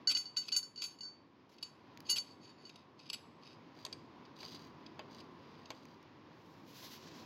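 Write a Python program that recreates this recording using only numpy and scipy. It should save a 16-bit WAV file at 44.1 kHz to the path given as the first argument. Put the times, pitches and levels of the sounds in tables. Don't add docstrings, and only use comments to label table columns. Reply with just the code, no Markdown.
import sys
import numpy as np
from scipy import signal
from scipy.fft import rfft, irfft
from scipy.io import wavfile

SR = 44100
rng = np.random.default_rng(int(sys.argv[2]) if len(sys.argv) > 2 else 0)


def transcribe(u):
    v = np.clip(np.atleast_2d(u).T, -1, 1)
    q = np.round(v * 32767).astype(np.int16)
    wavfile.write(sys.argv[1], SR, q)


N = 319725
TIME = np.arange(N) / SR

# start in seconds, main mode level in dB, low modes in dB relative to the main,
# top modes in dB relative to the main, basic t60 in seconds.
CLINKS = [(0.0721, -26.5, -19.5, -33.5, 0.47), (.149, -29.5, -14, -39, 0.24),
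          (0.172, -32.5, -23, -24.5, 0.18), (0.255, -44.5, -17, -43, 0.24),
          (0.3686, -30, -20.5, -28.5, 0.18), (.415, -45, -17, -34, 0.17), (0.5225, -31.5, -16.5, -33, 0.22),
          (.5632, -28, -21, -14.5, 0.14), (.628, -42.5, -23, -29, 0.19), (0.759, -47.5, -11, -32, 0.065),
          (0.776, -45, -22, -47, 0.44), (0.8182, -37, -15, -20, 0.17), (.839, -36, -29, -17, 0.07),
          (.858, -44, -26, -17, 0.13), (.907, -55, -18, -27, 0.22), (.987, -54.5, -8, -25, 0.047),
          (1.0071, -44, -15, -35, 0.16), (1.032, -46, -35, -37, 0.23), (1.052, -45.5, -34.5, -46, 0.27),
          (1.627, -46, -18, -30.5, .18), (2.0948, -30.5, -10, -26, .2), (2.098, -31.5, -5, -10.5, 0.25),
          (2.1122, -30.5, -11, -13, 0.12), (2.127, -31, -12.5, -27, 0.12), (2.1825, -32.5, -18, -27, .12),
          (2.652, -49.5, -14, -36, .11)]
GROUP_HZ = [1500, 2900, 4540, 10900]
STEEL_HZ = [1416, 1510, 2035, 2905, 4157, 4543, 4570, 4800, 5384, 6427, 6978, 7623, 7740, 9281, 10881,
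            11030, 11937, 14045, 14649]
STEEL_DB = [-11, -4, -13.5, -0.5, -11.5, 0, -16.5, -21.5, -12.5, -1, -2.5, -19, -20.5, -11.5, -0.5, -13, -8,
            -17, -10.5]
STEEL_RING = [0.97, 0.5, 1.4, 0.97, 0.4, 1.005, 0.81, 0.47, 0.71, 0.9, 1, 1.37, 1.2, 1.1, 1.2, 0.41, 1.1,
              1.1, 1.0]
# start in seconds, length before release in seconds,
# driving level in dB, treble in dB relative to that.
RASPS = [(0.096, 0.013, -37.5, -17), (.112, 0.0099, -32.5, -14), (0.165, 0.0061, -38, -20),
         (0.3636, 0.0079, -42.5, -26), (0.461, 0.0055, -63, -6.5), (0.482, 0.0068, -39, -20),
         (0.518, 0.0032, -39, -22), (.546, 0.02, -46, -20), (0.59, 0.0059, -54, -15),
         (0.819, 0.002, -36, -34), (0.827, 0.028, -48, -16), (1.581, 0.0065, -58.5, -23.5),
         (1.626, 0.0055, -45, -8.5), (2.09, .022, -43, -29.5), (2.158, 0.026, -39, -11.5),
         (2.693, 0.0054, -51, -23), (2.757, 0.0029, -51.5, -18), (2.991, 0.0096, -57, -26.5),
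         (3.0984, 0.0035, -38, -16), (3.13, 0.015, -40, -10), (3.926, 0.0032, -43.5, -28),
         (4.251, 0.0073, -61.5, -40), (4.402, .005, -53, -28), (4.546, .004, -56, -12),
         (4.861, 0.006, -54.5, -41), (5.201, 0.0059, -53, -21), (5.656, 0.0022, -52, -41)]
# pitch in Hz, width in Hz, relative level in dB.
HELD = [(1090, 260, -18.5), (1410, 110, -16), (2090, 54, -12), (2343, 57, -10.5), (2541, 120, -5),
        (2830, 270, -6), (3360, 220, -5.5), (3867, 160, -4.5), (4500, 110, 2), (4870, 140, 0),
        (5200, 330, -7.5), (5970, 170, -11.5), (6470, 65, -8.5), (7500, 160, -23), (7710, 170, -22)]
# pitch in Hz, width in Hz, relative level in dB.
HELD_TOP = [(7720, 83, 1), (9780, 40, -3), (11140, 130, -3), (11400, 75, -9.5), (12400, 400, -19.5),
            (14300, 280, -15.5)]
# pitch in Hz, width in Hz, relative level in dB.
FREE_MODES = [(2405, 17, 0), (2600, 20, 4), (3745, 19, 9.5), (4470, 39, 1.5), (4990, 27, -0.5),
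              (8450, 3, -32), (9700, 17, -21.5), (10400, 21, -23.5)]
# pitch in Hz, width in Hz, relative level in dB.
SEATED = [(2660, 350, -6.5), (2890, 250, -2.5), (3480, 110, -1), (3860, 250, 0.5), (4770, 150, 6.5),
          (5130, 170, -2.5), (6030, 210, -13.5), (6720, 83, -32), (8540, 25, -10), (12700, 100, -15),
          (14200, 420, -45)]
# start in seconds, length before release in seconds,
# driving level in dB, crunch of loose rust in dB relative to that.
SLIDES = [(0.07, .14, -57, -20), (0.36, 0.13, -59.5, -20), (0.74, 0.16, -60.5, -20),
          (1.49, 0.0093, -79.5, 11.5), (1.525, 0.0089, -80, 7), (1.605, 0.05, -63.5, -16),
          (2.045, .05, -57, -30.5), (2.161, .15, -66.5, -28), (2.396, 0.096, -65.5, -41),
          (2.558, 0.24, -68, -22), (2.958, 0.22, -60, -29), (3.406, 0.11, -59.5, -28),
          (3.738, 0.1, -64.5, -6.5), (4.345, 0.21, -55, -8), (4.573, 0.094, -65.5, -3),
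          (5.08, 0.12, -62.5, -10), (5.3, 0.47, -71.5, -12), (5.7, 0.24, -75, -2.5)]
# start in seconds, sharp contact starting level in dB,
# thud base level in dB, pitch the thud favours in Hz.
KNOCKS = [(3.8505, -32, -47, 960), (3.864, -42.5, -47.5, 950), (4.4295, -45, -45, 1200),
          (4.993, -49, -38.5, 614), (5.704, -38.5, -39, 610), (5.7155, -53, -49.5, 570)]
# pitch in Hz, level in dB relative to the thud, t60 in seconds.
BENCH = [(387, -18.5, 0.17), (514, -17, 0.13), (614, -8.5, 0.085), (764, -21.5, 0.049), (873, -10, 0.031),
         (1086, -15.5, 0.16), (1518, -11.5, 0.021), (1864, -9.5, 0.026), (2270, -7, 0.034),
         (2640, -5, 0.024), (3440, -13, 0.031), (4780, -4, 0.039)]
# frequency in Hz, relative level in dB per Hz.
SHUDDER = [(200, -17), (480, -1), (620, -0.5), (950, -5), (1500, -8), (2300, -6), (3500, -6), (6000, -54)]
# frequency in Hz, relative level in dB per Hz.
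CONTACT = [(300, -42), (1000, 18.5), (1700, -5), (3000, 6.5), (4500, 19), (5600, 2), (6400, 12.5),
           (7500, 1), (9000, -31), (11700, -2.5), (14000, -35), (16000, -45)]
# start in seconds, pitch in Hz, starting level in dB, t60 in seconds.
PINGS = [(3.8505, 8400, -66, 0.11), (3.8505, 9400, -60.5, 0.051), (3.928, 8500, -71, 0.087),
         (3.928, 4580, -36, 0.021), (5.704, 12700, -92, 0.45), (5.703, 8400, -86, 0.21)]
# start in seconds, starting level in dB.
TICKS = [(1.974, -45.5), (2.0043, -42.5), (5.148, -51), (5.854, -51), (6.028, -56.5)]
# frequency in Hz, relative level in dB per Hz.
DRY_CONTACT = [(500, -15), (2000, 7), (4500, 8.5), (6500, 5.5), (8000, -15), (9300, -16.5), (11500, -4.5),
               (13000, -10.5), (16000, -6.5)]
# start in seconds, length before release in seconds,
# scuff level in dB, grit level in dB.
SCUFFS = [(6.279, 0.51, -75.5, -84), (6.659, 0.28, -59.5, -64), (6.947, 0.17, -62, -77.5),
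          (7.131, 0.095, -60.5, -71.5)]
# frequency in Hz, relative level in dB per Hz.
SCUFF_COLOUR = [(700, -29), (1500, -1), (2800, 2), (4000, 5.5), (5000, 5), (6200, 0.5), (7200, -6.5),
                (8200, -18), (9200, -36), (16000, -43)]
# frequency in Hz, relative level in dB per Hz.
GRIT_COLOUR = [(7000, -26.5), (9000, -15), (10500, -5), (12000, 1), (14000, -2), (16000, 0)]
# time in seconds, level in dB.
BACKGROUND_LEVEL = [(0.0, -58), (0.18, -63.5), (0.6, -65.5), (1.49, -65), (2.0, -59.5), (2.93, -63),
                    (3.57, -59.5), (5.17, -57), (5.47, -57.5), (6.12, -60), (6.84, -59.5), (7.25, -55.5)]
# frequency in Hz, relative level in dB per Hz.
RUMBLE = [(20, -51.5), (30, -43.5), (40, -32.5), (52, -27.5), (65, -28), (90, -4), (130, -2), (160, 1),
          (195, -3), (230, 1.5), (320, 1), (420, -4.5), (560, -10), (750, -27.5), (1500, -57.5)]
# frequency in Hz, relative level in dB per Hz.
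WASH = [(300, -12.5), (600, -3), (750, -1.5), (880, -0.5), (1000, 4.5), (1130, 0.5), (1280, -8),
        (1600, -18), (3000, -47)]
# frequency in Hz, relative level in dB per Hz.
HISS = [(600, 1.5), (1300, 8), (2000, 7.5), (3000, 3.5), (4000, 0.5), (5000, -1), (6000, -10), (7000, -15),
        (8500, -84.5), (11500, -28), (16000, -33.5)]

PRESSED_S = 2.7
SEATED_S = 3.7
ROOM_T60_S, ROOM_DB = .5, -17
HIGH_PASS_HZ, CUTOFF_HZ = 43.6, 15800


def clinks(after_db=-25, after_t60=0.39, rock_db=0.54, uneven_db=3.5, deep_db=-28, deep_trade=0.28,
           build_s=0.0009, contact_db=-17, contact_t60=.02):
    out, t = np.zeros(N), np.arange(SR // 2) / SR
    chance = rng.uniform(-1, 1, (len(CLINKS), len(STEEL_HZ), 2))
    following = [row[:2] for row in CLINKS[1:]] + [(N / SR, 0)]
    for (s, main_db, low_db, top_db, t60), (next_s, next_db), luck in zip(CLINKS, following, chance):
        free = damping(s, t) * handover(main_db, next_db, s + t - next_s)
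        shares = [deep_db - deep_trade * low_db, low_db, 0, top_db]
        sound = 0
        for hz, db, longer, (strength, shift) in zip(STEEL_HZ, STEEL_DB, STEEL_RING, luck):
            uneven = uneven_db * min(abs(np.log2(hz / GROUP_HZ[2])), 1)
            share_db = np.interp(np.log(hz), np.log(GROUP_HZ), shares)
            level = main_db + db + share_db + uneven * strength
            pulled_hz = hz + 9 * shift
            sound = sound + free * ring(t, pulled_hz, level, t60 * longer)
            sound = sound + ring(t, hz, level + after_db, after_t60)
        add(out, s, sound * (1 - np.exp(-t / build_s)))
        add(out, s, crack(main_db + contact_db, contact_t60, CONTACT))
    return out * from_db(rock_db * drift(130))


def rasps(free_db=-12, crunch_db=-9, release_s=0.0023, soft_hz=7500, crunch_hz=14000):
    body, treble, t = np.zeros(N), np.zeros(N), np.arange(SR // 10) / SR
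    for s, length, db, bright in RASPS:
        push = np.exp(-np.maximum(t - length, 0) / release_s)
        add(body, s, from_db(db) * push)
        add(treble, s, from_db(db + bright) * push)
    slips = grains(per_s=15000, spread_db=-5.5)
    body, treble = body * slips, treble * slips
    held_body = resonate(low_pass(body, soft_hz), HELD)
    held_treble = resonate(treble, HELD_TOP)
    free_ring = from_db(free_db) * resonate(body, FREE_MODES)
    crunch = from_db(crunch_db) * colour(low_pass(treble, crunch_hz), DRY_CONTACT)
    return held_body + free_ring + held_treble + crunch


def sliding(treble_db=-26, body_db=-2, free_db=-9, sing_db=1, seated_db=-2.0, soft_hz=7000,
            swell=.45, release_s=0.026):
    catches = grains(per_s=2500, spread_db=6) * jerks(per_s=160, decay_s=0.0028, steady=.45)
    force, crunch = 0, 0
    for s, length, db, rust_db in SLIDES:
        push = from_db(db) * stroke(s, length, swell, release_s) * catches
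        force = force + push
        crunch = crunch + from_db(rust_db) * push
    held, seated = force * (TIME < SEATED_S), force * (TIME >= SEATED_S)
    body = from_db(body_db) * resonate(low_pass(held, soft_hz), HELD)
    free_ring = from_db(free_db) * resonate(held, FREE_MODES)
    treble = from_db(treble_db) * resonate(held, HELD_TOP)
    flat = from_db(seated_db) * resonate(seated, SEATED)
    song = from_db(sing_db) * singing(force * (TIME < PRESSED_S))
    return body + free_ring + treble + flat + song + colour(crunch, DRY_CONTACT)


def knocks(contact_t60=0.02, tick_t60=0.0075, scatter_db=-0.5, octave_db=-3, shudder_db=-10,
           shudder_t60=0.092):
    out, t = np.zeros(N), np.arange(SR // 3) / SR
    chance = rng.standard_normal((len(KNOCKS), len(BENCH)))
    for (s, contact_db, thud_db, centre_hz), luck in zip(KNOCKS, chance):
        add(out, s, crack(contact_db, contact_t60, CONTACT))
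        add(out, s, crack(thud_db + shudder_db, shudder_t60, SHUDDER))
        for (hz, db, t60), k in zip(BENCH, luck):
            level = thud_db + db + scatter_db * k + octave_db * abs(np.log2(hz / centre_hz))
            add(out, s, np.sign(k) * ring(t, hz, level, t60))
    for s, hz, db, t60 in PINGS:
        add(out, s, ring(t, hz, db, t60))
    for s, db in TICKS:
        add(out, s, crack(db, tick_t60, DRY_CONTACT))
    return out


def shuffle(uneven_db=2.2, swell=0.36, release_s=0.045):
    rub = grains(per_s=16000, spread_db=3) * from_db(uneven_db * drift(50))
    scuff, grit = 0, 0
    for s, length, scuff_db, grit_db in SCUFFS:
        drag = stroke(s, length, swell, release_s) * rub
        scuff = scuff + from_db(scuff_db) * drag
        grit = grit + from_db(grit_db) * drag
    return colour(scuff, SCUFF_COLOUR) + colour(grit, GRIT_COLOUR)


def ring(t, hz, db, t60):
    return np.sqrt(2) * from_db(db - 60 * t / t60) * np.sin(2 * np.pi * hz * t)


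def crack(db, t60, spectrum):
    t = np.arange(SR // 10) / SR
    return colour(from_db(db - 60 * t / t60) * rng.choice([-1, 1], len(t)), spectrum)


def damping(s, t, loss_db=4):
    rubbed = sum(np.clip((s + t - start) / length, 0, 1) for start, length, *_ in RASPS if start > s)
    return from_db(-loss_db * rubbed)


def handover(main_db, next_db, since_next_s, stop_db=22, soft_slope=1.3):
    loss_db = max(stop_db - soft_slope * (main_db - next_db), 0)
    return from_db(-loss_db * np.clip(since_next_s / .002, 0, 1))


def resonate(force, modes):
    t = np.arange(SR // 2) / SR
    response = 0
    for k, (hz, width, db) in enumerate(modes):
        fade = width * np.exp(-np.pi * width * t)
        response = response + (-1) ** k * from_db(db) * fade * np.sin(2 * np.pi * hz * t)
    return signal.fftconvolve(force, rms_one(response) / np.sqrt(len(t)))[:N]


def singing(force, width_hz=20, octave_db=-19):
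    modes = [(hz, width_hz, db + octave_db * abs(np.log2(hz / GROUP_HZ[2])))
             for hz, db in zip(STEEL_HZ, STEEL_DB)]
    return resonate(force, modes)


def stroke(start_s, length_s, swell, release_s):
    rise = np.clip((TIME - start_s) / (swell * length_s), 0, 1)
    return rise * np.exp(-np.clip((TIME - start_s - length_s) / release_s, 0, 20))


def jerks(per_s, decay_s, steady):
    power = grains(per_s, spread_db=-1) ** 2 + 1e-18
    fading = signal.lfilter([1], [1, -np.exp(-2 / (decay_s * SR))], power)
    catches = np.sqrt(np.abs(fading))
    return np.sqrt(steady + (1 - steady) * rms_one(catches) ** 2)


def grains(per_s, spread_db):
    sizes = from_db(spread_db * np.clip(rng.standard_normal(N), -2, 2)) * rng.choice([-1, 1], N)
    return rms_one(sizes * (rng.random(N) < per_s / SR))


def drift(rate):
    knots = rng.standard_normal(int(N / SR * rate) + 2)
    return rms_one(np.interp(TIME * rate, np.arange(len(knots)), knots))


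def low_pass(x, hz):
    return signal.sosfilt(signal.butter(3, hz, fs=SR, output="sos"), x)


def colour(x, spectrum):
    size = 4096
    hz, db = np.transpose(spectrum)
    bins_hz = np.arange(size + 1) * SR / (2 * size)
    gain = rms_one(from_db(np.interp(np.log(bins_hz + 1), np.log(hz), db)))
    fold = np.r_[1, np.full(size - 1, 2), 1, np.zeros(size - 1)]
    cepstrum = irfft(np.log(gain)) * fold
    return signal.fftconvolve(x, irfft(np.exp(rfft(cepstrum))))[:len(x)]


def from_db(db):
    return 10 ** (np.asarray(db) / 20)


def rms_one(x):
    return x / np.sqrt(np.mean(x ** 2) + 1e-20)


def add(out, s, sound):
    start = max(0, round(s * SR))
    out[start:start + len(sound)] += sound[:N - start]


def workshop(x, first_echo_s=0.004):
    t = np.arange(SR) / SR
    tail = rng.standard_normal(SR) * from_db(-60 * t / ROOM_T60_S) * (t > first_echo_s)
    return from_db(ROOM_DB) * signal.fftconvolve(x, rms_one(tail) / np.sqrt(SR))[:N]


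def surroundings(rumble_db=-0.5, wash_db=-5, hiss_db=-9.0, waver_db=0.79):
    s, level_db = np.transpose(BACKGROUND_LEVEL)
    total = 0
    for spectrum, db in ((RUMBLE, rumble_db), (WASH, wash_db), (HISS, hiss_db)):
        waver = from_db(db + waver_db * drift(12))
        total = total + waver * colour(rng.standard_normal(N), spectrum)
    return from_db(np.interp(TIME, s, level_db)) * total


def scene():
    handling = rasps() + sliding() + knocks() + shuffle()
    ringing = clinks()
    room = workshop(handling + from_db(-19.5) * ringing)
    return (handling + ringing + room + surroundings())[None]


def record(dry):
    thin = signal.sosfilt(signal.butter(3, HIGH_PASS_HZ, "high", fs=SR, output="sos"), dry)
    return signal.sosfilt(signal.ellip(10, .1, 70, CUTOFF_HZ, fs=SR, output="sos"), thin)


dry = scene()
out = record(dry)
transcribe(out)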